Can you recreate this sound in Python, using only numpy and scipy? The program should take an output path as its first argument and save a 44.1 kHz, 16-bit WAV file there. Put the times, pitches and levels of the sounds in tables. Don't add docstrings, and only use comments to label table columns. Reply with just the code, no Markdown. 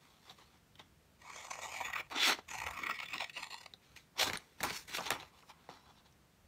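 import sys
import numpy as np
from scipy import signal
from scipy.io import wavfile
from scipy.ndimage import uniform_filter1d

SR = 44100
rng = np.random.default_rng(int(sys.argv[2]) if len(sys.argv) > 2 else 0)


def to_wav(s):
    ch = np.atleast_2d(s).T
    pcm = np.round(np.clip(ch, -1, 1) * 32767)
    wavfile.write(sys.argv[1], SR, pcm.astype(np.int16))


N = 285327
TIME = np.arange(N) / SR


def amp(db):
    return 10 ** (np.asarray(db) / 20)


def read(points, hz):
    f, value = np.transpose(points)
    return np.interp(np.log(hz + 1), np.log(f + 1), value)


def band(lo_hz, hi_hz):
    return lambda hz: 1 / np.sqrt((1 + (lo_hz / (hz + 1)) ** 6) * (1 + (hz / hi_hz) ** 6))


def modes(table):
    return lambda hz: np.sqrt(sum(amp(2 * db) / (1 + (2 * (hz - f) / w) ** 2) ** 2.2 for f, w, db in table))


def colour(x, gain):
    log_gain = np.log(gain(abs(np.fft.fftfreq(4096, 1 / SR))) + 1e-4)
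    taps = np.fft.ifft(np.exp(np.conj(signal.hilbert(log_gain)))).real[:2048]
    return signal.oaconvolve(x, taps / np.linalg.norm(taps))[:N]


def resonate(x, hz, width):
    turn = np.exp(2j * np.pi * np.cumsum(hz * np.ones(len(x))) / SR)
    r = np.exp(-np.pi * width / SR)
    smooth = signal.lfilter([1], np.poly([r, r]), x / turn)
    return (turn * smooth).real * np.sqrt(2 * (1 - r * r) ** 3 / (1 + r * r))


def add(mix, s, sound):
    part = mix[:, round(s * SR):][:, :sound.shape[1]]
    part += sound[:, :part.shape[1]]


def control(tables, axis):
    rows = np.vstack(tables)
    return np.interp(TIME, rows[:, 0], rows[:, axis])


def steps(table):
    s, *db = np.transpose(table)
    return amp(np.array(db)[:, np.searchsorted(s, TIME, "right") - 1])


def strokes(tables, voices):
    out = np.zeros((len(voices(*tables[0][0][1:])), N))
    for rows in tables:
        s, *columns = np.transpose(rows)
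        t = np.arange(s[0], s[-1] + 0.025, 1 / SR)
        edge = np.clip(np.minimum((t - s[0]) / 0.0014, (t[-1] - t) / 0.0028), 0, 1)
        levels = voices(*(np.interp(t, s, c) for c in columns))
        add(out, s[0], amp(levels) * edge)
    return out


def fibres(per_s, spread_db, clump_db):
    size = amp(spread_db * np.minimum(rng.exponential(1, N), 4)) * rng.standard_normal(N)
    clumps = uniform_filter1d(uniform_filter1d(rng.standard_normal(N), size=150), size=150)
    snaps = size * (rng.random(N) < per_s / SR) * amp(clump_db * clumps / clumps.std())
    return snaps / snaps.std()


def mottled(x, depth_db):
    z = signal.stft(x, nperseg=512, noverlap=384)[2]
    patches = rng.standard_normal(z.shape[::-1])
    for frames, bins in ((16, 3), (16, 2)):
        patches = uniform_filter1d(uniform_filter1d(patches, frames, axis=0), bins, axis=1)
    gain = amp(depth_db * patches.T / patches.std())
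    return signal.istft(z * gain / np.sqrt(np.mean(gain ** 2)), nperseg=512, noverlap=384)[1][:N]


def background():
    # f/Hz, density/dB per Hz (relative)
    air_spectrum = [(15, -59), (25, -21.5), (72, -6.5), (113, -13), (153, -9), (255, -16), (393, -20.5),
                    (426, -20), (475, -19.5), (751, -23), (908, -23), (1880, -26.5), (15900, -38.5)]
    # t/s, level/dB, half length/s (one sigma of a bell curve)
    shakes = [(.8, -81, 0.34), (1.904, -69, 0.2), (2.643, -59, 0.077), (2.822, -65, 0.017),
              (3.108, -72, 0.087), (3.933, -74, 0.054), (4.286, -56, 0.053), (4.666, -55.5, 0.039),
              (5.058, -66.5, 0.15), (5.997, -75, .15), (6.47, -71, .06)]
    air_db, steady_rumble_db = -69.5, -75.5
    quiet = lambda lo_hz, hi_hz: lambda hz: amp(read(air_spectrum, hz)) * band(lo_hz, hi_hz)(hz)
    air = colour(rng.standard_normal(N), quiet(140, 20000))
    rumble = colour(rng.standard_normal(N), quiet(35, 140))
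    shaking = sum(amp(db) * np.exp(-.5 * ((TIME - s) / half) ** 2) for s, db, half in shakes)
    return amp(air_db) * air + (amp(steady_rumble_db) + shaking) * rumble


def room(x):
    # f/Hz, t60/s
    walls = [(200, 0.13), (1000, 0.17), (4000, 0.11), (12000, 0.065)]
    taps = np.zeros(SR // 2)
    at = np.arange(200, SR // 2 - 20, 20)
    taps[at + rng.integers(0, 20, len(at))] = rng.choice([-1., 1.], len(at))
    hz, t, z = signal.stft(taps, SR, nperseg=256)
    fading = z * amp(-60 * t / read(walls, hz)[:, None])
    tail = signal.istft(fading, SR, nperseg=256)[1]
    return signal.fftconvolve(x, tail / np.linalg.norm(tail))[:N]


def rub_voices(db, bright_db, treble_db):
    # level over the pressure/dB, gain per dB of brightness/dB
    rub_mix = [(-3, 0.62), (-9, -0.3)]
    scrape_boom = (base + lean * bright_db for base, lean in rub_mix)
    return db + np.array([*scrape_boom, treble_db, bright_db])


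def handling():
    # t/s, pressure as level/dB, brightness/dB, high treble/dB over the pressure
    rubs = [
        [(0.0, -77, -4, -5), (0.018, -61.5, -6, -10), (0.218, -69, -5, -9), (0.308, -53, -5.5, -12),
         (0.366, -76, -1, -3), (0.388, -55.5, -6, -15), (0.468, -71.5, -4, -8), (0.56, -63.5, -6.5, -18),
         (0.66, -89, -11, -10)],
        [(2.14, -46, -15, -24), (2.158, -31.5, -14.5, -34), (2.24, -30.5, -1, -12), (2.284, -24, -7.5, -9.5),
         (2.322, -28, -8, -18), (2.368, -53, -7.5, -15), (2.394, -51, -4.5, -24), (2.406, -68, -2, -15),
         (2.45, -73, -3, -12)],
        [(4.15, -69, -13, -23), (4.196, -31, 1, -9), (4.232, -29, -1.5, -5.5), (4.254, -40.5, -3, -6),
         (4.278, -27.5, -9, -16), (4.29, -39.5, -3, -6), (4.3, -33.5, -13, -17), (4.326, -44, -11.5, -14),
         (4.33, -49, -3, -15)],
        [(4.64, -30, -15, -6.5), (4.67, -35, -11.5, -13.5), (4.7, -41.5, -5.5, -8), (4.708, -42, -6, -12),
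         (4.722, -43, -7, -7.5), (4.768, -46, -2, 2), (4.87, -71, -3, 0.5)],
        [(4.87, -77, -9, -8), (4.878, -54.5, -1.5, -2), (4.924, -46, -5.5, -9), (4.95, -36.5, -2, -8),
         (4.968, -52, 5, 9), (4.99, -39.5, -12, -13), (5.03, -48.5, -3, -6.5), (5.08, -35, -5.5, -19),
         (5.097, -44.5, -16, -18)],
        [(5.11, -28, -17, -17), (5.114, -30, -13.5, -18), (5.154, -41.5, -12, -15), (5.158, -40.5, -15, -21),
         (5.182, -49, -12.5, -17), (5.204, -48, -6.5, -17), (5.226, -52, -7.5, -17), (5.294, -67.5, -5.5, -5),
         (5.33, -72, -9, -18)],
        [(5.33, -67.5, -7.5, -14), (5.392, -62, -3.5, -7), (5.418, -70, -3, -8), (5.426, -58, -7, -13),
         (5.436, -65, -27, -16), (5.458, -78, -8, -1), (5.502, -50, -6.5, -13), (5.538, -70, -8.5, -16),
         (5.66, -68, -6, -18)],
        [(5.695, -45, -6, -23), (5.699, -49, -8.5, -21), (5.831, -70, -6, -24), (5.899, -58.5, -7.5, -32),
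         (5.937, -76, -2, -11.5), (5.985, -65.5, -1, -15), (6.037, -82, -10, -15), (6.061, -57.5, -5.5, -22),
         (6.15, -97, -12, 1)],
        [(0.77, -82, -5, -10), (0.798, -53, -6, -19), (0.822, -73, 1, -15), (0.842, -72, -6, -20),
         (0.86, -81, 2, -6)],
        [(2.1, -58, -12, -14), (2.114, -44, -10, -15), (2.126, -38, -12, -21), (2.14, -44.5, -15, -28)],
        [(3.8, -85, -11, -8), (3.826, -69, 0.5, -8), (3.954, -62.5, -11.5, -15), (3.966, -54, -2, -7),
         (4.06, -79.5, -2, -7)],
        [(4.337, -28, -12, -15), (4.341, -43, -11, -17), (4.443, -64, -8.5, -8), (4.571, -69.5, -8, -9),
         (4.6, -52.5, -8, -10)],
        [(4.607, -45, -13, -11), (4.625, -59, -7, -10), (4.628, -41.5, -10, -16)],
    ]
    # from t/s, boom/dB, scrape/dB, deep flutter/dB
    hold = [(0, 1.9, -3, -5), (.7, -2, 3, -6), (2.0, 3.5, 4, -9), (2.14, -2.5, 0.3, -9.5),
            (2.27, -1, 1, -8), (3.7, -0.8, -3, -8), (4.1, 3.5, -2.3, -4), (4.335, .1, .1, -4),
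            (4.6, 0, 1.5, -3.5), (4.87, -1, 2, -7.5), (4.975, 0.5, 0, -3.5), (5.1, 1.3, 3.5, -5),
            (5.33, 3.5, -1, -4), (5.69, 4, -16, -5)]
    # t/s, level/dB, weight/dB, crispness/dB, ring f/Hz, base fade time/s
    knocks = [(.296, -49.5, -1.1, -21, 3620, 0.0059), (.755, -54.5, -7, -2.1, 3180, 0.0027),
              (.794, -49, 2.5, -6, 3350, 0.0058), (2.101, -44, -8, -2.1, 2060, 0.00082),
              (2.387, -42, 8, -18, 1480, 0.0017), (3.296, -44, -19, -3, 2720, 0.0055),
              (3.737, -43.5, -4, -9, 3830, 0.002), (3.964, -44.5, -7, -2, 2680, 0.00074),
              (3.973, -49, -21, -1, 2680, 0.0023), (4.274, -24.5, -9, -12, 1400, 0.0022),
              (4.2987, -28.5, -8, -8, 1960, 0.0014), (4.333, -25.5, -8.5, -4.5, 2260, 0.0017),
              (4.355, -31, -25, -14, 1760, 0.003), (4.3726, -34.5, -30, 2, 9400, 0.0014),
              (4.6052, -34, -5.5, -7, 1780, 0.003), (4.6318, -23, 0.5, 3, 2100, 0.00064),
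              (4.636, -27, 1.5, 9, 2390, 0.0014), (4.705, -28, -6.5, -8, 1780, 0.0025),
              (4.894, -47, -6, 7, 2620, 0.0047), (4.971, -34, -5, 3, 2730, 0.0026),
              (4.983, -35.5, 5.5, -14, 2740, 0.0041), (5.0051, -42, 10.5, -14, 5600, 0.0038),
              (5.1052, -20.5, -4, 3.3, 2330, 0.0016), (5.115, -29.5, -17, -19, 1480, 0.0011),
              (5.126, -27, -8, -7.5, 1500, 0.0014), (5.157, -47.5, 13, -12, 1510, 0.0017),
              (5.2, -40, -13, -15, 3700, 0.00066), (5.229, -44.5, 6.5, -6, 2730, 0.0014),
              (5.426, -58, -2, -7, 2300, 0.0015), (5.641, -58, -6, -12, 1700, 0.0018),
              (5.6898, -45.5, 10.5, -11, 1590, .0014), (6.125, -62, -11, -3.5, 5740, .0016)]
    # f/Hz, density/dB per Hz (relative)
    sheet_colour = [(88, -76), (150, -20), (368, -4.5), (715, -3.5), (819, 1), (1560, -2), (1690, -4),
                    (2010, -3.5), (3210, -7.5), (4390, -10), (5030, -14.5), (5990, -11.5), (10400, -20.5),
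                    (12800, -19.5), (15900, -23)]
    # f/Hz, nominal width/Hz, relative level/dB
    sheet_peaks = [(1270, 74, -16), (2020, 96, -12), (3485, 230, -7), (3980, 360, -9), (4450, 180, -9.5),
                   (5450, 330, -11.5)]
    thud_db, thud_per_weight = -10, 0.36
    crack = 10.7

    grit = fibres(per_s=20000, spread_db=-2.5, clump_db=1.66)
    scrape, boom, scratch, rasp = strokes(rubs, rub_voices) * grit

    blows, rings, t = np.zeros((4, N)), np.zeros((1, N)), np.arange(3000) / SR
    signs = rng.choice([-1., 1.], (len(knocks), len(t)))
    for (s, db, weight_db, crisp_db, hz, fade), noise in zip(knocks, signs):
        u = t / (fade * np.array([[1], [2.2], [.9], [4.5]]))
        share_db = np.array([0, weight_db, crisp_db, thud_db + thud_per_weight * weight_db])
        envelope = (0.14 + 0.55 * (1 - np.exp(-u * 5.6))) * np.exp(-u)
        blow = amp(db + share_db)[:, None] * envelope * noise
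        blow[[0, 2], 0] *= crack
        add(blows, s, blow)
        add(rings, s, resonate(blow[0], hz, 980)[None])

    def sheet(lo_hz, hi_hz):
        peaks, limits = modes(sheet_peaks), band(lo_hz, hi_hz)
        return lambda hz: amp(read(sheet_colour, hz)) * (1 + 2.2 * peaks(hz)) * limits(hz)

    full, bare, deep = steps(hold)
    rubbed = colour(scrape * bare, sheet(2590, 2750))
    rubbed += colour(rasp, sheet(3080, 5880)) + colour(scratch, sheet(4430, 14300))
    rubbed += colour(boom * full, sheet(463, 1320)) + colour(boom * deep, sheet(230, 467))
    voiced = mottled(rubbed, depth_db=2.5) + 1.48 * rings[0]
    knocked = colour(0.97 * blows[0], sheet(1920, 5800)) + colour(blows[1], band(550, 1190))
    knocked += colour(blows[2], sheet(3640, 18000)) + colour(blows[3], band(167, 180))
    return knocked + voiced


def cut_voices(db, boom_db, place, tips):
    # level at a firm bite/dB, gain per dB of bite/dB,
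    # gain at pitch position 1/dB, gain at full tip load/dB
    cut_mix = [(-58, 1.02, -8.5, 18.5), (-53.5, 0.78, -21, 8.5), (-67.5, 0.78, 0, -6),
               (-55, 2.14, 15.5, -0.5)]
    firm_db = -45
    rest = [base + follow * (db - firm_db) + lift * place + tip * tips
            for base, follow, lift, tip in cut_mix]
    return np.array([db, db + boom_db, *rest])


def cutting():
    # t/s, bite level/dB, card boom/dB over the bite,
    # pitch position (0 low-boom end, 1 high-boom end), load on the blade tips (0-1)
    cuts = [
        [(1.19, -77, 1, 0.55, 0.65), (1.272, -64, 1, 0.23, 0.6), (1.41, -53.5, 0.5, 0.17, 0.23),
         (1.462, -67.5, -0.5, 0.29, 0.6), (1.654, -52.5, 1, 0.14, 0.17), (1.828, -49, -10.5, 0.36, 0),
         (1.93, -55.5, 0, 0.79, 0.07), (1.998, -63, 10.5, 0.93, 0.08), (2.05, -69.5, -1, 0.8, 0.5)],
        [(2.47, -71, 2, 0.4, 0.03), (2.532, -57, -6, 0.08, 0), (2.702, -61, 4.5, 0.42, 0.04),
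         (2.802, -50, -3.5, 0.65, 0.04), (2.922, -50, -1, 0.99, 0.43), (2.946, -58, -15, 1, 0.62),
         (3.076, -61, -6, 1, 0.48), (3.16, -50, -4, 0.74, 0.5), (3.28, -66.5, -8, 0.85, 1)],
        [(3.33, -62, -24, 0.44, 0.8), (3.376, -54, -6, 0.5, 0.76), (3.442, -53, -2.5, 0.24, 0.67),
         (3.518, -74, -7, 0.38, 0.7), (3.546, -59, -1.5, 0.08, 0.58), (3.7, -76, -9, 0.63, .8)],
    ]
    # crest t/s, bite level/dB, boom/dB over the bite, nominal half length/s (one sigma)
    jerks = [(1.2197, -60.5, -8, 0.0024), (1.301, -58, 1, 0.0032), (1.349, -66, -11, .0026),
             (1.362, -59, 4, .0019), (1.4503, -60, 1.5, 0.01), (1.4685, -55, -3, 0.003),
             (1.484, -60.5, 14, 0.0015), (1.5125, -46.5, -2, 0.0047), (1.538, -56, -5, 0.0075),
             (1.558, -58, 6, 0.0024), (1.5814, -59, 4, 0.0027), (1.592, -61.5, 16, 0.0019),
             (1.638, -53, -13, 0.017), (1.6917, -57, -6, 0.003), (1.722, -58, 4, .0024),
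             (1.745, -53.5, 3, .0063), (1.772, -52.5, -9, 0.0084), (1.814, -50, 8.5, 0.0061),
             (1.8533, -41, -5.5, 0.0039), (1.868, -45, -4.5, 0.0046), (1.8844, -45.5, -0.5, 0.0023),
             (1.902, -49, -6, 0.0039), (1.9353, -34.5, -16, .0032), (1.959, -36.5, -7.5, 0.0049),
             (1.983, -35.5, -15, 0.0071), (2.005, -34.5, -9, 0.0051), (2.4894, -45.5, -12, 0.004),
             (2.512, -45.5, -6, 0.0072), (2.5476, -45, -6, 0.011), (2.586, -41, -8.5, 0.0045),
             (2.6023, -40.5, -6, 0.0014), (2.619, -45, 1, 0.0037), (2.638, -48, -3, 0.0045),
             (2.669, -40, -2, 0.0041), (2.686, -50.5, 1.1, 0.0046), (2.7113, -43.5, -12, 0.0039),
             (2.74, -51, -13, .0057), (2.774, -46, -5, 0.0038), (2.7914, -44.5, 1.5, .0019),
             (2.836, -37, -7.5, 0.0035), (2.8683, -35.5, -10, 0.0034), (2.899, -40.5, 1.3, 0.0037),
             (2.9123, -36.5, -5, 0.0036), (2.944, -47, -11, 0.0029), (2.962, -50, -8, 0.0066),
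             (2.9912, -45, -10, .0021), (3.0037, -39, -9, 0.0026), (3.0313, -43.5, -7.5, 0.0086),
             (3.0597, -43.5, -19, 0.003), (3.087, -42, -28, .0021), (3.106, -51.5, -11, 0.0056),
             (3.123, -39, -14, 0.00092), (3.139, -40, -7, 0.0052), (3.1583, -47.5, 1, 0.0063),
             (3.182, -33, -18, 0.00069), (3.2067, -36.5, -5, 0.0036), (3.2246, -45.5, -0.5, 0.0072),
             (3.2446, -40.5, -11, 0.002), (3.3734, -48, .1, 0.0073), (3.4, -54, -1, 0.0036),
             (3.4314, -42, -7, 0.0025), (3.4432, -43, -18, 0.00098), (3.4707, -47, -5.5, .0018),
             (3.5074, -51.5, -9, 0.0034), (3.524, -50, -7, 0.0097), (3.5434, -49, -7, .0012),
             (3.582, -57, -15, 0.0033), (3.6137, -54.5, -5, 0.0039), (3.638, -57, -8, 0.005),
             (3.662, -41.5, -6.5, .0017)]
    # f/Hz, nominal width/Hz, relative level/dB
    bite_modes, crunch_modes, hiss_modes = [(1920, 210, 0.5), (2226, 300, 0), (2481, 370, -3.5),
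                                            (2770, 770, -10.5)], [(3475, 670, -2), (3890, 450, -7),
                                                          (4300, 320, -1.5), (5350, 1070, 8)], [(5820, 820, 0.69), (6220, 310, 0),
                                                                          (6745, 430, 0), (7250, 170, 1),
                                                                          (8260, 1600, 0), (8710, 230, 1),
                                                                          (9630, 1800, 0.15)]
    # f/Hz, nominal width/Hz, relative level/dB
    tip_bite, tip_crunch, tip_hiss = [(1964, 270, -2), (2220, 260, -4), (2640, 430, -4)], [(3540, 320, -4), (3890, 330, -6.5),
                                                        (4210, 490, -1.5), (5060, 520, -8)], [(5860, 470, -9),
                                                                            (6500, 440, -11),
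                                                                            (7290, 500, 2),
                                                                            (8500, 390, -2.5),
                                                                            (9550, 860, -7.5)]
    # from t/s, level/dB
    slack = [(0, -10, ), (2.3, 1), (3.0, -1), (3.3, 4.5)]
    tips_from = 3.3
    boom_hz, hiss_hz, fizz_hz, crunch_hz = (930, 1206), (6700, 7300), (10800, 15500), (4030, 3610)

    drive, t = strokes(cuts, cut_voices), np.arange(-1000, 2000) / SR
    place, load = control(cuts, axis=3), control(cuts, axis=4)
    for s, db, boom_db, half in jerks:
        swell = np.exp(-.5 * (t / (half * np.where(t < 0, 1.05, .9))) ** 2)
        at = round(s * SR)
        levels = cut_voices(db, boom_db, place[at], load[at])
        add(drive[:-1], s + t[0], amp(levels)[:-1, None] * swell)

    snaps = fibres(per_s=14000, spread_db=3.0, clump_db=1.0)
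    crests = (np.transpose(jerks)[0] * SR).astype(int)
    snaps[crests] += 0.92 * rng.standard_normal(len(jerks))
    bite, boom, crunch, hiss, fizz, flap = drive * snaps

    def pitch(ends, bend=1):
        return ends[0] + (ends[1] - ends[0]) * np.clip(place, 0, 1) ** bend

    card = resonate(boom, pitch(boom_hz), 505) + amp(-8.0) * colour(boom, band(670, 1160))
    card += colour(flap * steps(slack)[0], band(255, 480))
    late = TIME > tips_from
    blades = colour(bite * ~late, modes(bite_modes))
    blades += resonate(colour(hiss * ~late, modes(hiss_modes)), pitch(hiss_hz), 1700)
    blades += resonate(colour(crunch * ~late, modes(crunch_modes)), pitch(crunch_hz), 1180)
    tip_groups = ((bite, tip_bite), (crunch, tip_crunch), (hiss, tip_hiss))
    tips = sum(colour(x * late, modes(table)) for x, table in tip_groups)
    fizzing = resonate(fizz, pitch(fizz_hz, bend=0.49), 2700)
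    fizzing += amp(-19) * colour(fizz, band(15300, 23000)) + amp(-2) * colour(fizz, band(9200, 14500))
    return card + blades + tips + fizzing


def scene():
    near = mottled(cutting(), depth_db=3.5) + handling()
    return (near + amp(-16.5) * room(near) + background())[None]


def record(dry):
    edge_hz = 15730
    notched = signal.lfilter(*signal.iirnotch(10500, 9, SR), dry)
    heard = dry + 0.36 * (notched - dry)
    low_pass = signal.firwin(511, edge_hz, window=("kaiser", 9), fs=SR)
    return signal.oaconvolve(heard, low_pass[None], "same")


dry = scene()
out = record(dry)
to_wav(out)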